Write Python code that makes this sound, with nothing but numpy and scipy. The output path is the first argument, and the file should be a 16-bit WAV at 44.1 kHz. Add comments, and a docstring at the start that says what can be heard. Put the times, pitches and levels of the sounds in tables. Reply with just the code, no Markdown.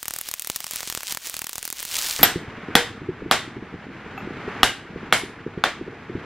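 """First comes a rush of tiny ticks over a hiss: the work goes by about twenty times too fast for two seconds.
Then a hammer drives a steel chisel into a concrete slab in a workshop: six blows at true speed.
Each blow adds a knock, a dull slab note, a burst of crushing noise, ringing steel and the room's answer.
Between the blows are dull bumps, a soft rustle and two light taps; the loudest peaks clip."""
import sys
import numpy as np
from scipy import signal
from scipy.fft import rfft, irfft
from scipy.io import wavfile

SR = 44100
rng = np.random.default_rng(int(sys.argv[2]) if len(sys.argv) > 2 else 0)


def to_wav(sig):
    """Store sig (one row per channel, or 1-D mono) as 16-bit WAV at the path in sys.argv[1].

    Samples outside -1..1 are clipped; the rate is SR.
    """
    pcm = np.clip(np.atleast_2d(sig), -1, 1) * 32767
    pcm = np.round(pcm).astype(np.int16)
    wavfile.write(sys.argv[1], SR, pcm.T)  # frames by channels


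N = 275625
TIME = np.arange(N) / SR  # seconds
TRUE_SPEED_S = 2.19  # the work runs at true speed from here


def from_db(db):
    """Turn decibels into a plain multiplier."""
    return 10 ** (np.asarray(db) / 20)


def rms_one(x):
    """Scale a sound to an average strength (rms) of 1."""
    return x / np.sqrt(np.mean(x ** 2) + 1e-20)


def in_time(rows):
    """Draw straight lines between the points of a level curve, one value per sample."""
    seconds, level_db = np.transpose(rows)
    return np.interp(TIME, seconds, level_db)


def at_hz(points, hz):
    """Read a curve at any pitch, with pitch spaced in octaves as the ear hears it."""
    point_hz, value = np.transpose(points)
    return np.interp(np.log(np.maximum(hz, 1)), np.log(point_hz), value)


def cut(x, hz, kind, order=2):
    """Keep only low, high or middle pitches with a Butterworth filter."""
    safe_hz = np.clip(hz, 10, .48 * SR)
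    return signal.sosfilt(signal.butter(order, safe_hz, kind, fs=SR, output="sos"), x)


def shelf(x, hz, db):
    """Lift or lower the treble above a corner."""
    return x + (from_db(db) - 1) * cut(x, hz, "high", order=1)


def add(out, seconds, sound):
    """Mix a sound in at a time."""
    start = max(round(seconds * SR), 0)
    out[..., start:start + sound.shape[-1]] += sound[..., :N - start]


def dying(t, t60):
    """A fade that loses 60 dB in t60 seconds, as a struck object does."""
    return from_db(-60 * t / t60)


def drift(rate_hz):
    """Random wandering with spread 1, slower than rate_hz."""
    wander = cut(rng.standard_normal(N + SR), rate_hz, "low")
    return rms_one(wander[SR:])  # drop the filter's first second


def colour_by(x, curve):
    """Raise or lower each pitch of a sound by a curve in dB."""
    spectrum = rfft(x)
    hz = np.arange(len(spectrum)) * SR / len(x)
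    return irfft(spectrum * from_db(at_hz(curve, hz)), len(x))


def noise(colour, size):
    """Random hiss, coloured by a curve and scaled to rms 1."""
    return rms_one(colour_by(rng.standard_normal(size), colour))


def stereo_noise(colour, width, size):
    """Coloured hiss with a second hiss added left and subtracted right, which makes it wide."""
    side = colour_by(noise(colour, size), width)
    return noise(colour, size) + side * [[1], [-1]]


def ring(modes, t, pitch=1, scatter_db=0):
    """A struck object sounds as a sum of dying sines, each with a chance strength at every strike."""
    total = 0
    for k, (hz, db, t60) in enumerate(modes):
        strength = from_db(db + scatter_db * rng.normal())
        sign = (-1) ** k
        total = total + sign * strength * dying(t, t60) * np.sin(2 * np.pi * hz * pitch * t)
    return total


# stereo width of background and room: (pitch [Hz], side against mid [dB])
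WIDTH = [(60, -48), (400, -16), (1300, -23.5), (2400, -18), (4400, -5.5), (8000, 3.5), (15000, 16.5)]
# colour of the low rumble: (pitch [Hz], relative level [dB])
RUMBLE_COLOUR = [(20, -18.5), (45, -9), (100, 0), (200, 1.5), (330, -1.5), (470, -2.5), (600, -26),
                 (1000, -56.5), (8000, -70.5)]
# colour of the soft rustle: (pitch [Hz], relative level [dB])
RUSTLE_COLOUR = [(300, -23), (600, -1.5), (1000, -1.5), (1500, 0.5), (2200, -3), (3000, -11), (4500, -22),
                 (7000, -32.5), (9500, -45.5), (16000, -53.5)]
# rustle as the worker shifts about, before rustle_db: (time [s], level [dB])
SHIFTING = [(2.2, -29.5), (2.37, -43), (2.74, -40.5), (2.91, -46), (3.42, -45), (3.74, -46), (4.24, -40.5),
            (4.37, -39.5), (4.59, -36.5), (4.77, -46), (5.17, -42), (5.27, -46), (6.09, -45), (6.25, -42)]


def background(flutter_db=0.92, lumpy_db=2.2, rustle_db=1.0, rumble_db=-42.0, rumble_follows=.7):
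    """A lumpy low rumble and a soft rustle, both noise, swell as the worker shifts."""
    shifting_db = in_time(SHIFTING)
    swell_db = shifting_db - shifting_db[TIME > TRUE_SPEED_S].mean()
    rumble_level = from_db(rumble_db + rumble_follows * swell_db + lumpy_db * drift(35.15))
    rumble = rumble_level * stereo_noise(RUMBLE_COLOUR, WIDTH, N)
    rustle_level = from_db(rustle_db + shifting_db + flutter_db * drift(27))
    rustle = rustle_level * stereo_noise(RUSTLE_COLOUR, WIDTH, N)
    return (rumble + rustle) * np.clip((TIME - TRUE_SPEED_S) / 0.0022, 0, 1)


# sped-up rustle, before gain_db: (time [s], level [dB])
RUSH = [(0.0, -42.5), (0.4, -41), (0.68, -38.5), (0.74, -32.5), (1.03, -38.5), (1.19, -50), (1.33, -35),
        (1.46, -43.5), (1.65, -37.5), (1.73, -44), (1.88, -34), (1.94, -24.5), (2.1, -23.5), (2.22, -30.5)]
# colour of the sped-up rustle: (pitch [Hz], relative level [dB])
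RUSH_COLOUR = [(30, -6), (200, -11.5), (500, -11), (900, -6.5), (1400, -4.5), (2300, -1.5), (3500, -0.5),
               (7000, -2), (9500, -6), (11000, -7), (15500, -4), (16300, -25)]
# stereo width of the sped-up rustle: (pitch [Hz], side against mid [dB])
RUSH_WIDTH = [(60, -11), (700, -14), (2000, -54), (15000, -42)]
# swishes of the arm and tools in fast motion: (time [s], peak level [dB])
SWISHES = [(.155, -43.5), (0.281, -38.5), (.555, -43), (1.113, -30), (1.268, -34), (1.795, -36)]


def rush(flutter_db=3.0, gain_db=-5.5, grains_per_s=200, grains_db=-1.5,
         rise_db_per_s=221, fall_db_per_s=456, end_s=2.23):
    """Sped up, the rustle is a bright hiss, each arm move a swish and the dull bumps fine grains."""
    swishes = 0
    for peak_s, peak_db in SWISHES:
        below_peak_db = np.maximum((peak_s - TIME) * rise_db_per_s, (TIME - peak_s) * fall_db_per_s)
        swishes = swishes + from_db(peak_db - below_peak_db)
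    hiss = from_db(flutter_db * drift(380)) * stereo_noise(RUSH_COLOUR, RUSH_WIDTH, N)
    clicks = (rng.random(N) < grains_per_s / SR) * rng.standard_normal(N)
    grains = from_db(grains_db) * rms_one(cut(clicks, [2500, 9500], "band", order=3))
    level = np.hypot(from_db(in_time(RUSH) + gain_db), swishes)
    return level * (hiss + grains) * (TIME < end_s)


# heavier bumps of the worker shifting, before gain_db: (time [s], level [dB], time to fade 60 dB [s])
HEAVY_BUMPS = [(2.215, -24, .04), (2.358, -15.5, 0.039), (2.686, -22, .018), (3.017, -26, 0.022),
               (3.088, -16.5, 0.064), (3.221, -20.5, .015), (3.261, -24.5, .025), (3.568, -23.5, 0.015),
               (3.741, -24.5, 0.014), (4.273, -27, 0.034), (4.306, -25, .018), (4.478, -19, .025),
               (4.96, -23.5, 0.012), (5.029, -25.5, 0.015), (5.235, -26, .018), (5.465, -19.5, 0.01),
               (5.576, -19.5, 0.017), (5.812, -22.5, 0.026), (5.879, -22.5, 0.038), (6.097, -23.5, .02),
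               (6.154, -16.5, 0.021)]


def bumps(swell_s=0.00326, settle_db=-10.0, settle_t60=0.13, top_hz=520, gain_db=1.5, scatter_db=3.5,
          centre_hz=336.2, pitch_spread=.07, light_per_s=5, light_db=-31.5, light_t60=0.017):
    """Padded contacts: a brief dull thud and a short settling noise, with light ones between the heavy."""
    out, t = np.zeros(N), TIME[:SR // 8]
    light = []
    # one light bump at a chance moment in each time slot
    for slot_s in np.arange(TRUE_SPEED_S, TIME[-1], 1 / light_per_s)[:-1]:
        light.append((slot_s + rng.random() / light_per_s, light_db + scatter_db * rng.normal(), light_t60))
    for peak_s, level_db, t60 in HEAVY_BUMPS + light:
        hz = centre_hz * np.exp(pitch_spread * rng.normal())
        swell = np.minimum(t / swell_s, 1) * dying(np.maximum(t - swell_s, 0), t60)
        thud = swell * np.sin(2 * np.pi * hz * t) * rng.choice([-1, 1])
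        settle = from_db(settle_db) * noise(RUMBLE_COLOUR, len(t)) * dying(t, settle_t60)
        add(out, peak_s - swell_s, from_db(level_db + gain_db) * (thud + settle))
    return cut(out, top_hz, "low", order=8)


# chisel set down lightly on the stone: (time [s], level [dB])
TAPS = [(4.178, -37.5), (4.205, -47)]
# notes of the loosely held chisel, before the tap level: (pitch [Hz], level [dB], time to fade 60 dB [s])
TAP_MODES = [(783, 7, 0.064), (1256, 8.5, 0.044), (2630, 8.5, 0.053), (6850, -19.5, .12),
             (12400, -18, 0.11)]


def taps():
    """The tip touches the stone as the chisel is moved on, and its loosely held steel rings."""
    out, t = np.zeros(N), TIME[:SR // 4]
    for tap_s, level_db in TAPS:
        add(out, tap_s, from_db(level_db) * ring(TAP_MODES, t))
    return out


# bursts of fast hammering, average values before chance and the band gains in ticks:
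# (first blow time [s], last blow time [s], level [dB], bass [dB], treble [dB])
BURSTS = [(.0295, .1083, -35.5, 3, 4.5), (.1378, .2125, -37, 2, 8.5), (.288, .3392, -33, 1, 5),
          (.396, .4728, -33.5, -8, 4), (.4999, .4999, -29, -1, 2), (.561, .561, -28.5, -4, 4),
          (.6044, .6044, -35.5, 5, 6), (.643, .6671, -31.5, -1, 2), (.7105, .7598, -35, 4, 3),
          (.806, .8307, -31.5, -1, -4), (.875, .975, -30.5, 0, -2), (1.007, 1.0326, -33, 0, -1),
          (1.1238, 1.1724, -31, 0, 3), (1.271, 1.2975, -36, 0, 7), (1.3419, 1.3922, -30, -3, -1),
          (1.418, 1.494, -32.5, 3, 4), (1.5313, 1.5814, -34.5, 2, 3), (1.6283, 1.727, -35, 4, 6),
          (1.804, 1.852, -34.5, 1, 6)]


def fast_blows(scatter_db=1.2, colour_db=2.5, swing_s=.0255):
    """Within a burst the hammer keeps an even pace, while force, bass and treble vary a little."""
    for first_s, last_s, *levels_db in BURSTS:
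        swings = max(round((last_s - first_s) / swing_s), 0)
        for blow_s in np.linspace(first_s, last_s, swings + 1):
            yield blow_s, *(levels_db + rng.standard_normal(3) * [scatter_db, colour_db, colour_db])


def ticks(tail_db=-3.5, tail_t60=0.018, snap_t60=0.0017, spike=6.3,
          bass_db=-7.0, mid_db=-1.7, treble_db=0.0):
    """In fast motion a blow is one sharp spike and a noise tail of a few milliseconds."""
    out, t = np.zeros((2, N)), TIME[:SR // 40]
    for blow_s, level_db, low_db, high_db in fast_blows():
        fade = dying(t, snap_t60) + from_db(tail_db) * dying(t, tail_t60)
        snap = rng.standard_normal(len(t)) * fade
        snap[0] += spike * rng.choice([-1, 1])
        bass = cut(snap, [35, 1500], "band")
        middle = -cut(snap, [1500, 7000], "band")  # inverted so that the bands join without notches
        treble = cut(snap, [7000, 16000], "band")
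        gains = from_db([bass_db + low_db, mid_db, treble_db + high_db])
        tick = sum(gain * rms_one(band) for gain, band in zip(gains, [bass, middle, treble]))
        tick = tick * np.sqrt(.005 / t[-1])  # count the level as if all energy fell within 5 ms
        balance = from_db(rng.normal(0, 0.69) * np.array([[1], [-1]]))  # a little left or right
        add(out, blow_s, from_db(level_db) * tick * balance)
    return out


# how long the room rings at each pitch: (pitch [Hz], time to fade 60 dB [s])
ROOM_T60 = [(100, 0.61), (500, 0.23), (1400, 0.38), (3700, 0.38), (9700, 0.3), (16000, 0.15)]


def workshop(colour, first_s=0.0086, early_db=-2.0, early_t60=0.31):
    """Room sound is noise that rises softly, is stronger early on and dies at its own pace in each octave."""
    t = TIME[:SR * 3 // 5]
    spectrum = rfft(stereo_noise(colour, WIDTH, len(t)))
    hz = np.arange(spectrum.shape[-1]) * SR / len(t)
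    octave = np.log2(np.clip(hz, 125, 16000) / 125)
    out = 0
    for k in range(8):
        band = irfft(spectrum * np.maximum(1 - abs(octave - k), 0), len(t))
        out = out + band * dying(t, at_hz(ROOM_T60, 125 * 2 ** k))
    out = out * np.minimum(t / first_s, 1) ** 4 * (1 + from_db(early_db) * dying(t, early_t60))
    return out / np.sqrt(np.sum(out ** 2) / 2)  # unit energy, averaged over the two sides


# an even spectrum: (pitch [Hz], relative level [dB])
FLAT = [(20, 0), (20000, 0)]


def reverberate(x):
    """The room draws a short note out into a rough, wavering band."""
    return signal.fftconvolve(x[None], workshop(FLAT), axes=-1)[:, :len(x)]


# hammer blows; the levels adjust the parts before force: (time [s], force [dB], slab thump [dB],
# floor boom [dB], bite of the tip [dB], chisel ring [dB], room [dB], knock pitch [ratio],
# clang pitch [Hz], clang level [dB], lingering note pitch [Hz], lingering note level [dB])
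BLOWS = [(2.2303, 0.5, -1, -33, 4, 2, 0, 1.01, 1400, -18.5, 8150, -33),
         (2.7528, 2.5, 3.5, -44, -2.5, -18.5, 0, 1.03, 3520, -8, 478, -17.5),
         (3.3119, -2, -3.5, -48.5, -1, -24, 3, 0.977, 1136, -10, 3600, -23),
         (4.6312, 1, -3.5, -21, 0.5, -36, -1, 1.018, 2880, -1.5, 1595, -16),
         (5.1253, -3, -6, -45, 1, -35, 2, 1.01, 2200, -1, 10470, -23),
         (5.6386, -5, -9, -46, -19, -31, 3, 1.075, 1180, -4.5, 2370, -24)]
# The notes below have columns (pitch [Hz], level before the blow's gains [dB], time to fade 60 dB [s]).
# knock of chisel and concrete
KNOCK = [(460, -14, 0.024), (741, -3.5, 0.017), (1212, -1.5, 0.014), (1440, -3, 0.014), (1840, -6, 0.015),
         (2136, -9.5, 0.011), (2783, -12.5, 0.0073), (3312, -5, 0.022), (4340, -12.5, 0.0092)]
# the slab's dull answer
SLAB = [(165.4, -15, .04), (260, -10, 0.026)]
# lengthwise ring of the steel, damped by the glove
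CHISEL = [(12310, 0, .055), (12370, -25, .2), (8150, -27, .12)]
# notes of hammer and chisel, soon damped by the hands
STEEL = [(428, -24.5, .06), (776, -19.5, .06), (930, -34, .06), (1113, -20.5, 0.074), (1420, -21, .07),
         (1510, -19.5, .07), (1619, -22, .06), (1831, -22.5, 0.041), (1950, -17, 0.086), (2080, -18, .07),
         (2150, -20, .07), (2694, -24, .06), (3160, -23, 0.18), (3380, -21.5, .06), (3660, -23, 0.067),
         (3877, -33.5, 0.064), (4280, -28.5, .06), (4870, -22.5, .06), (5440, -25, .06), (6160, -28, .06),
         (6360, -32.5, .05), (7250, -28.5, .04), (8150, -31.5, .04), (10500, -29, .025),
         (12330, -28.5, .02)]
# long notes of the chisel shank, in close groups that beat
SHANK = [(3660, -32, .3), (3800, -35, .3), (5230, -34, .27), (5275, -35, .27), (7380, -41, .2),
         (8150, -42, .2), (10310, -42, .2), (10365, -39, .25), (10450, -39, .2), (12190, -45, .2),
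         (12275, -41, .22), (12325, -38, .24), (12470, -44, .2)]
# colour of splitting concrete: (pitch [Hz], relative level [dB])
CRACK_COLOUR = [(200, -63), (900, -8), (3000, 6.5), (5000, -0.5), (8000, -12.5), (12000, -7),
                (16000, -23.5)]
# colour of the room's answer to the crack: (pitch [Hz], relative level [dB])
ROOM_COLOUR = [(60, -18), (170, -13), (320, -6.5), (470, -2.5), (600, -2), (780, -1), (1100, -6.5),
               (1700, -1.5), (2500, -7.5), (3500, -7), (5500, -16), (8000, -16.5), (11000, -28.5),
               (16000, -43.5)]


def blows(crack_db=-12.0, crush_s=0.0021, crack_t60=0.02, room_db=13.5, ring_room_db=-18.0,
          steel_direct_db=-10.0, clang_room_db=0.0, room_top_hz=13000, bite_hz=4000,
          boom_hz=51, boom_t60=.07, clang_t60=0.019, linger_t60=0.2):
    """Each blow knocks the tip into the slab, crushes concrete for a moment and sets the steel ringing."""
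    out, t = np.zeros((2, N)), TIME[:SR * 3 // 5]
    for (blow_s, force_db, thump_db, boom_db, bite_db, ring_db, wet_db, pitch,
         clang_hz, clang_db, note_hz, note_db) in BLOWS:
        knock = ring(KNOCK, t, pitch, scatter_db=2.0)
        boom = ring([(boom_hz, boom_db, boom_t60)], t)
        slab = from_db(thump_db) * ring(SLAB, t) + boom
        crushing = np.minimum(t / 0.00022, 1) * dying(np.maximum(t - crush_s, 0), crack_t60)
        crack = from_db(crack_db) * noise(CRACK_COLOUR, len(t)) * crushing
        # grip and seat of the tip change, so each blow favours other notes
        steel = ring(STEEL, t, 1 + .003 * rng.normal(), scatter_db=2.5)
        steel = steel + ring([(note_hz, note_db, linger_t60)], t)
        chisel = from_db(ring_db) * ring(CHISEL, t) * np.minimum(t / .0012, 1)
        # one broad resonance stands out, set by how the tip is wedged
        clang = ring([(clang_hz, clang_db, clang_t60)], t)
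        room = from_db(room_db) * workshop(ROOM_COLOUR)
        room = room + reverberate(steel + from_db(ring_room_db) * chisel)
        room = room + from_db(clang_room_db) * reverberate(clang)
        room = cut(room, room_top_hz, "low", order=6)
        bright = crack + from_db(steel_direct_db) * steel + from_db(wet_db) * room
        clank = clang + shelf(bright, bite_hz, bite_db)
        shank = from_db(bite_db * .5) * ring(SHANK, t, 1 + .001 * rng.normal(), scatter_db=2.0)
        add(out, blow_s, from_db(force_db) * (knock + slab + clank + chisel + shank))
    return out


def scene():
    """Fast motion first, then the work at true speed."""
    return background() + rush() + bumps() + taps() + ticks() + blows()


def record(dry, ceiling=.93, cutoff_hz=16400):
    """An overloaded input flattens peaks above its ceiling; then the highest pitches are cut."""
    clipped = np.clip(dry, -ceiling, ceiling)
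    return signal.sosfiltfilt(signal.butter(12, cutoff_hz, fs=SR, output="sos"), clipped)


dry = scene()
out = record(dry)
to_wav(out)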